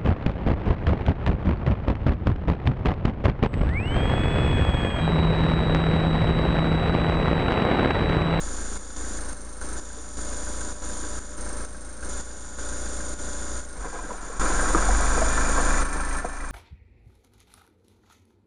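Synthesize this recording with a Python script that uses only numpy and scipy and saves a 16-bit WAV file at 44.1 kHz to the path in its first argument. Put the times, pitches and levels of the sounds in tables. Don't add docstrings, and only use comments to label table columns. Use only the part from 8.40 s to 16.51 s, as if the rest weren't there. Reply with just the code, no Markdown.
import sys
import numpy as np
from scipy import signal
from scipy.fft import rfft, irfft, next_fast_len
from scipy.io import wavfile
from scipy.ndimage import uniform_filter1d, map_coordinates

SR = 44100
rng = np.random.default_rng(int(sys.argv[2]) if len(sys.argv) > 2 else 0)


def generate_wav(sig):
    pcm = np.round(np.clip(np.atleast_2d(sig).T, -1, 1) * 32767).astype(np.int16)
    wavfile.write(sys.argv[1], SR, pcm)


def gain_from_decibels(decibels):
    exponent = np.asarray(decibels, float) / 20
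    return 10 ** exponent


N = 357651
T = np.arange(N) / SR

# time_s, firings_per_s
ENGINE_SPEED = [(0, 27.85), (1, 28.08), (3.2, 28.21), (3.5, 28.57), (5.345, 28.79), (5.435, 21.8),
                (5.8, 21.35), (6.28, 21.9), (6.4, 22.55), (6.52, 24.0), (6.64, 26.2), (7.0, 26.3),
                (7.12, 27.05), (7.3, 27.25), (7.72, 27.05), (8.11, 27.35)]
# multiple_of_firing, level_db
WEAK_ORDERS = [(.75, -68), (1.25, -65), (1.5, -66), (1.75, -58), (2.25, -63), (3, -58), (4, -66), (5, -70),
               (10, -63), (30, -70), (48, -66), (66, -72)]
PUMP_ORDERS = (20, 21, 35, 50)
# centre_hz, width_hz, level_db
PUMP_PANELS = [(574, 3, -57), (592, 3.5, -57.5), (985.5, 2, -58.5), (1435, 8, -58)]
CYLINDER_KNOCK = [-9, -6, 0, -6]
# centre_hz, width_hz, level_db
BLOCK_IDLE = [(188.5, 36.4, 2), (244, 25.5, 3), (300.6, 26, 4.5), (418.5, 54, -2.5), (477.5, 18, -0.5),
              (516, 30, 1.5), (597.5, 9.1, 4.5), (760, 184, -9.5), (1003.5, 7.8, 0.5), (1100, 20.5, -3),
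              (1300, 28, -1.5), (1445, 15, 0), (1559, 57, -2), (1738, 80, -8), (2161, 42, -11.5)]
# centre_hz, width_hz, level_db
BLOCK_LOAD = [(260, 62, -8.5), (473, 22, -7), (528, 27, 4), (690, 41, -5.5), (750, 41, 0.5), (1036, 153, 2),
              (1123, 9.5, 10.5), (1254, 47, -0.5), (1351, 34, 9.5), (1415, 150, 0), (1591, 24, 6),
              (1703, 51, -3.5), (1946, 43, -13), (2283, 75, -8)]
# pitch_hz, level_db (per Hz)
RUMBLE = [(12, -41), (30, 1.5), (60, -4.5), (110, -13), (250, -17), (1500, -14), (1900, -22), (3000, -27.5),
          (6000, -22.5), (11000, -71)]
# centre_hz, width_hz, level_db
PISTON_WALLS = [(1340, 50, -9), (1585, 45, 0), (1980, 40, -24), (2400, 40, -28), (3400, 1200, -40)]
# centre_hz, width_hz, level_db
LINERS = [(1400, 150, -12), (1980, 30, 0), (2400, 35, -3)]
LINER_CYLINDERS = [-1, 0, -4, -3]
# multiple_of_firing, centre_hz, width_hz, level_db
BONNET = [(4, 105, 2, -60), (10, 272, 8, -57)]
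# start_s, stop_s, turns_per_s
LENS_RUNS = [
    (-.1, .789, 52.84),
    (1.357, 2.957, 52.74),
    (3.684, 5.256, 53.07),
    (5.387, 5.769, 52.7),
    (5.806, 7.403, 53.03),
]
# place_in_turn (0-1), level_db
LENS_STEPS = [(.0, 0), (.21, -.5), (.48, -1), (.82, -3)]
# harmonic, level_db
COIL_HARMONICS = [(1, -20), (2, 0), (3, -20)]
# centre_hz, width_hz, level_db
LENS_HOUSING = [(3544, 380, -10.5), (4796, 164, -7.5), (5786, 200, -4), (6540, 164, 0), (6830, 110, 0.5),
                (6940, 140, -11), (10680, 140, -11)]
# pitch_hz, level_db (per Hz)
SERVO = [(2200, -71), (3000, -29), (3800, -16.5), (4700, -18), (5100, -22.5), (6300, -5), (6900, -9.5),
         (7400, -8), (8050, -24.5), (8500, -6), (8800, 4), (9300, -9), (10300, -14.5), (11600, -27)]
# pitch_hz, level_db
WHINE = [(5185, -69), (8478, -68), (8507, -67)]
# start_s, peak_db (after the camera's gain), pitch_hz, rattle_db
CLANKS = [(1.213, -31.5, 1526, -8), (1.574, -31, 458, -4), (5.45, -25, 1005, 5), (5.452, -28, 482, -9),
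          (5.56, -27, 495, -6), (5.589, -22.5, 996, -6), (5.639, -27, 295, -2), (5.69, -25, 516, 7),
          (5.705, -20, 983, 6.5), (5.716, -23.5, 473, -2), (5.74, -30, 760, -6), (5.899, -25, 468, -5),
          (6.019, -21, 1267, -4), (6.067, -29, 340, -2), (6.099, -18.5, 331, 2), (6.189, -20, 1000, 3),
          (6.227, -15, 474, 2), (6.346, -9.5, 327, 4), (6.488, -13, 740, 3), (6.602, -17, 716, -3),
          (6.775, -20.5, 1300, 11.5), (6.817, -9.5, 650, -8), (6.975, -13, 1350, -4),
          (7.178, -14.5, 1100, 6.5), (7.554, -23.5, 479, 10)]
# start_s, peak_db (after the camera's gain), pitch_hz, t60_s, rattle_db
CHASSIS = [
    (5.385, -28, 48, 0.22, -20),
    (6.3473, -4.5, 1226, .033, 0),
    (7.846, -10, 681, 0.024, -1.5),
    (7.848, -27, 486, 0.18, -2),
]
# centre_hz, width_hz, level_db
LINKAGE = [(190, 50, -3), (325, 60, -3), (480, 45, 1), (720, 110, -2), (1025, 90, -1.5), (1290, 90, -6),
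           (1600, 90, -5), (2150, 400, -18)]
# pitch_hz, level_db
GEARS = [(1757, -56), (2399, -67)]
GAIN_STEPS = [(0, 2), (8, 1), (12, 2), (20, 1), (26, 2), (30, 1), (38, 2), (50, 1), (52, 2), (60, 1),
              (64, 2), (70, 1), (78, 2), (82, 1), (90, 2), (102, 1), (103, 2), (112, 1), (129, 4), (160, 2),
              (168, 1)]

CLUTCH_S, BITE_S = 5.33, .12
START_M, PULL_M_PER_S2 = 13.3, 1.26


def unit(x):
    return x / np.sqrt(np.mean(x ** 2) + 1e-20)


def wobble(rate):
    return map_coordinates(rng.standard_normal(int(N * rate / SR) + 4), [T * rate])


def filtered(x, response):
    m = next_fast_len(N + SR // 2)
    return irfft(rfft(x, m) * response(np.fft.rfftfreq(m, 1 / SR)), m)[:N]


def modes(rows):
    def response(f):
        total = 0
        for k, (centre, width, db) in enumerate(rows):
            damping = 1j * f * width
            total = total + (-1) ** k * gain_from_decibels(db) * damping / (centre * centre - f * f + damping)
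        return total
    return response


def colour(points):
    hz, db = np.transpose(points)
    return lambda f: gain_from_decibels(np.interp(np.log(f + 1), np.log(hz), db, left=-120, right=-120))


def bursts(turns, life, scatter_db, pattern_db=(0,)):
    at = np.flatnonzero(np.diff(np.floor(turns)) > 0)
    place = np.floor(turns[at + 1]).astype(int) % len(pattern_db)
    size_db = np.array(pattern_db)[place]
    kicks = np.zeros(N)
    kicks[at] = gain_from_decibels(size_db + scatter_db * rng.standard_normal(len(at)))
    return signal.lfilter([1], [1, -np.exp(-1 / (life * SR))], kicks)


def peak_db(hz, centre_hz, width_hz):
    return -20 * np.log10(1 + ((hz - centre_hz) / width_hz) ** 2)


def tone(turns, order, db, lag):
    return np.sqrt(2) * gain_from_decibels(db) * np.cos(2 * np.pi * order * turns + lag)


def drive():
    since = np.clip(T - CLUTCH_S, 0, None)
    metres = np.clip(START_M - PULL_M_PER_S2 * since ** 2 / 2, 1, None)
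    return since, np.clip(since / BITE_S, 0, 1), 20 * np.log10(START_M / metres)


def exhaust(turns, speed):
    _, load, near_db = drive()
    settling_db = 6.5 * np.exp(-T / 0.33)
    bog_db = 1.0 * (speed - speed[0])
    first_db = -46.5 + settling_db + near_db + load * (10 + bog_db)
    swell_db = near_db + load * (9 + peak_db(2 * speed, 48, 4.57))
    first_lag = np.interp(T, [3.1, 3.5], [2.7, 3.6])
    out = tone(turns, 1, first_db + .9 * wobble(7), first_lag)
    out += tone(turns, 2, -43.5 + swell_db + .5 * wobble(6), 0)
    for order, db in WEAK_ORDERS:
        out += tone(turns, order, db + .7 * swell_db + 1.3 * wobble(3), 1.3 * order)
    return out


def pump(turns, speed):
    _, load, _ = drive()
    out = np.zeros(N)
    for order, (hz, width, db) in zip(PUMP_ORDERS, PUMP_PANELS):
        level_db = db + peak_db(order * speed, hz, width) - 15 * load + 1.5 * wobble(5)
        out += tone(turns, order, level_db, order)
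    return out


def valve_clatter(turns, count):
    once = irfft(np.exp(2j * np.pi * rng.random(count)), 16 * count)
    return unit(np.interp(turns % 1, np.arange(len(once)) / len(once), once, period=1))


def block(turns):
    since, load, near_db = drive()
    knock = unit(bursts(turns + .02, life=.008, scatter_db=1.5, pattern_db=CYLINDER_KNOCK))
    valves = valve_clatter(turns, count=100)

    def shake(depth):
        return unit((1 + depth * knock) * gain_from_decibels(0.11 * wobble(13)) * rng.standard_normal(N))

    idle = unit(filtered(shake(depth=.2) + .45 * valves, modes(BLOCK_IDLE)))
    loaded = unit(filtered(shake(depth=.45) + .3 * valves, modes(BLOCK_LOAD)))
    rumble = unit(filtered(shake(depth=0.019), colour(RUMBLE)))
    strain_db = -4 * np.exp(-since / 0.39)
    loaded_db = -44 + strain_db + 0.9 * near_db
    return gain_from_decibels(-46.5) * idle + load * gain_from_decibels(loaded_db) * loaded + gain_from_decibels(-50.5 + 2 * load) * rumble


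def pistons(turns):
    _, load, near_db = drive()
    rap = unit(bursts(turns + .02, life=.009, scatter_db=1, pattern_db=CYLINDER_KNOCK))
    rap = rap * rng.standard_normal(N)
    rap += .7 * unit(bursts(turns - .04, life=.00005, scatter_db=1, pattern_db=CYLINDER_KNOCK))
    return gain_from_decibels(-56 + 2 * load + 1.2 * near_db) * unit(filtered(rap, modes(PISTON_WALLS)))


def liners(turns):
    _, load, near_db = drive()
    ping = unit(bursts(turns + .05, life=.007, scatter_db=2.5, pattern_db=LINER_CYLINDERS))
    ring = unit(filtered(ping * rng.standard_normal(N), modes(LINERS)))
    return load * gain_from_decibels(-59 + 2.7 * near_db) * ring


def bonnet(turns, speed):
    _, load, near_db = drive()
    out = np.zeros(N)
    for order, hz, width, db in BONNET:
        level_db = db + near_db + peak_db(order * speed, hz, width) + 1.2 * wobble(3)
        out += tone(turns, order, level_db, 1.3 * order)
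    return load * out


def engine():
    time_s, firings_per_s = np.transpose(ENGINE_SPEED)
    speed = np.interp(T, time_s, firings_per_s)
    turns = np.cumsum(speed * (1 + .0012 * wobble(8))) / SR
    tones = exhaust(turns, speed) + pump(turns, speed) + bonnet(turns, speed)
    return tones + block(turns) + pistons(turns) + liners(turns)


def lens_motor(turns, running):
    steps = np.zeros(N)
    count = np.zeros(N, int)
    for place, db in LENS_STEPS:
        steps += gain_from_decibels(db) * bursts(turns - place, life=.0028, scatter_db=1.2)
        count += np.floor(turns - place + 1).astype(int)
    steps = uniform_filter1d(steps, size=30) * running
    slips = np.cumsum(.75 * rng.standard_normal(N // 100))
    phase = 2 * np.pi * 3510 * T + slips[count]
    coil = unit(steps * sum(gain_from_decibels(db) * np.sin(k * phase) for k, db in COIL_HARMONICS))
    rattle = unit(filtered(steps * rng.standard_normal(N), modes(LENS_HOUSING)))
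    return gain_from_decibels(0.66) * (gain_from_decibels(-50) * coil + gain_from_decibels(-53.5) * rattle)


def servo(turns, running):
    frame = unit(bursts(25 * T + .8, life=.016, scatter_db=2))
    frame += .4 * unit(bursts(100 * T + .35, life=.002, scatter_db=4))
    tick = unit(bursts(turns - .66, life=.0013, scatter_db=2))
    effort = (1 + 0.9 * frame) * gain_from_decibels(-4 * running + 0.12 * wobble(5.6)) + 0.33 * tick * running
    return gain_from_decibels(-48.5) * unit(filtered(effort * rng.standard_normal(N), colour(SERVO)))


def lens():
    running, turns = np.zeros(N), np.zeros(N)
    for start, stop, rate in LENS_RUNS:
        inside = (T > start) & (T < stop)
        running[inside] = 1
        turns[inside] = (T[inside] - start) * rate
    whine = sum(gain_from_decibels(db) * np.sin(2 * np.pi * hz * T) for hz, db in WHINE)
    return lens_motor(turns, running) + servo(turns, running) + whine


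def recorder_gain():
    number, factor = np.transpose(GAIN_STEPS)
    starts = number * 2048 + 250
    return factor[np.searchsorted(starts, np.arange(N), "right").clip(1) - 1]


def clanks():
    own, rattle, t = np.zeros(N + SR), np.zeros(N + SR), T[:SR // 5]
    gain = recorder_gain()
    blows = [(s, db, hz, 0.07 * (500 / hz) ** 0.33, rattle_db) for s, db, hz, rattle_db in CLANKS]
    for s, db, hz, t60, rattle_db in blows + list(CHASSIS):
        i = round(s * SR)
        blow = gain_from_decibels(db) / gain[i] * (1 - np.exp(-t / .0008))
        own[i:i + len(t)] += 0.57 * blow * gain_from_decibels(-60 * t / t60) * np.sin(2 * np.pi * hz * t)
        rattle[i:i + len(t)] += blow * gain_from_decibels(rattle_db + 3 - 60 * t / .06) * rng.standard_normal(len(t))

    def heavy(f):
        return modes(LINKAGE)(f) / (1 + 1j * f / 1900) ** 2

    return own[:N] + gain_from_decibels(2.0) * filtered(rattle[:N], heavy)


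def chatter():
    since, load, _ = drive()
    slack = unit(gain_from_decibels(4 * wobble(30)) * rng.standard_normal(N))
    snatch_db = 12.5 * np.exp(-since / 0.29)
    return load * gain_from_decibels(-47.5 + snatch_db) * unit(filtered(slack, modes(LINKAGE)))


def yard(x):
    tail = rng.standard_normal(SR // 3) * gain_from_decibels(-60 * T[:SR // 3] / .25)
    return signal.fftconvolve(np.pad(x, (700, 0)), tail / np.linalg.norm(tail))[:N]


def gears():
    whirr = np.zeros(N)
    for hz, db in GEARS:
        phase = 2 * np.pi * np.cumsum(hz + 7 * wobble(40)) / SR
        whirr += gain_from_decibels(db + 4 * wobble(20)) * np.sin(phase)
    return gain_from_decibels(5.5 + 64 * np.minimum(T - 6.9, 0)) * whirr


def scene():
    linkage = clanks() + chatter()
    return (engine() + lens() + linkage + gain_from_decibels(-11) * yard(linkage) + gears())[None]


def top_cut(x):
    return signal.sosfilt(signal.butter(12, 11710, fs=SR, output="sos"), x)


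def record(dry):
    offset = -.0143
    stepped = (dry[0] + offset) * recorder_gain()
    heard = filtered(stepped, lambda hz: 1 / (1 + (hz / 11400) ** 90))
    return top_cut(heard[None])


dry = scene()
out = record(dry)
generate_wav(out)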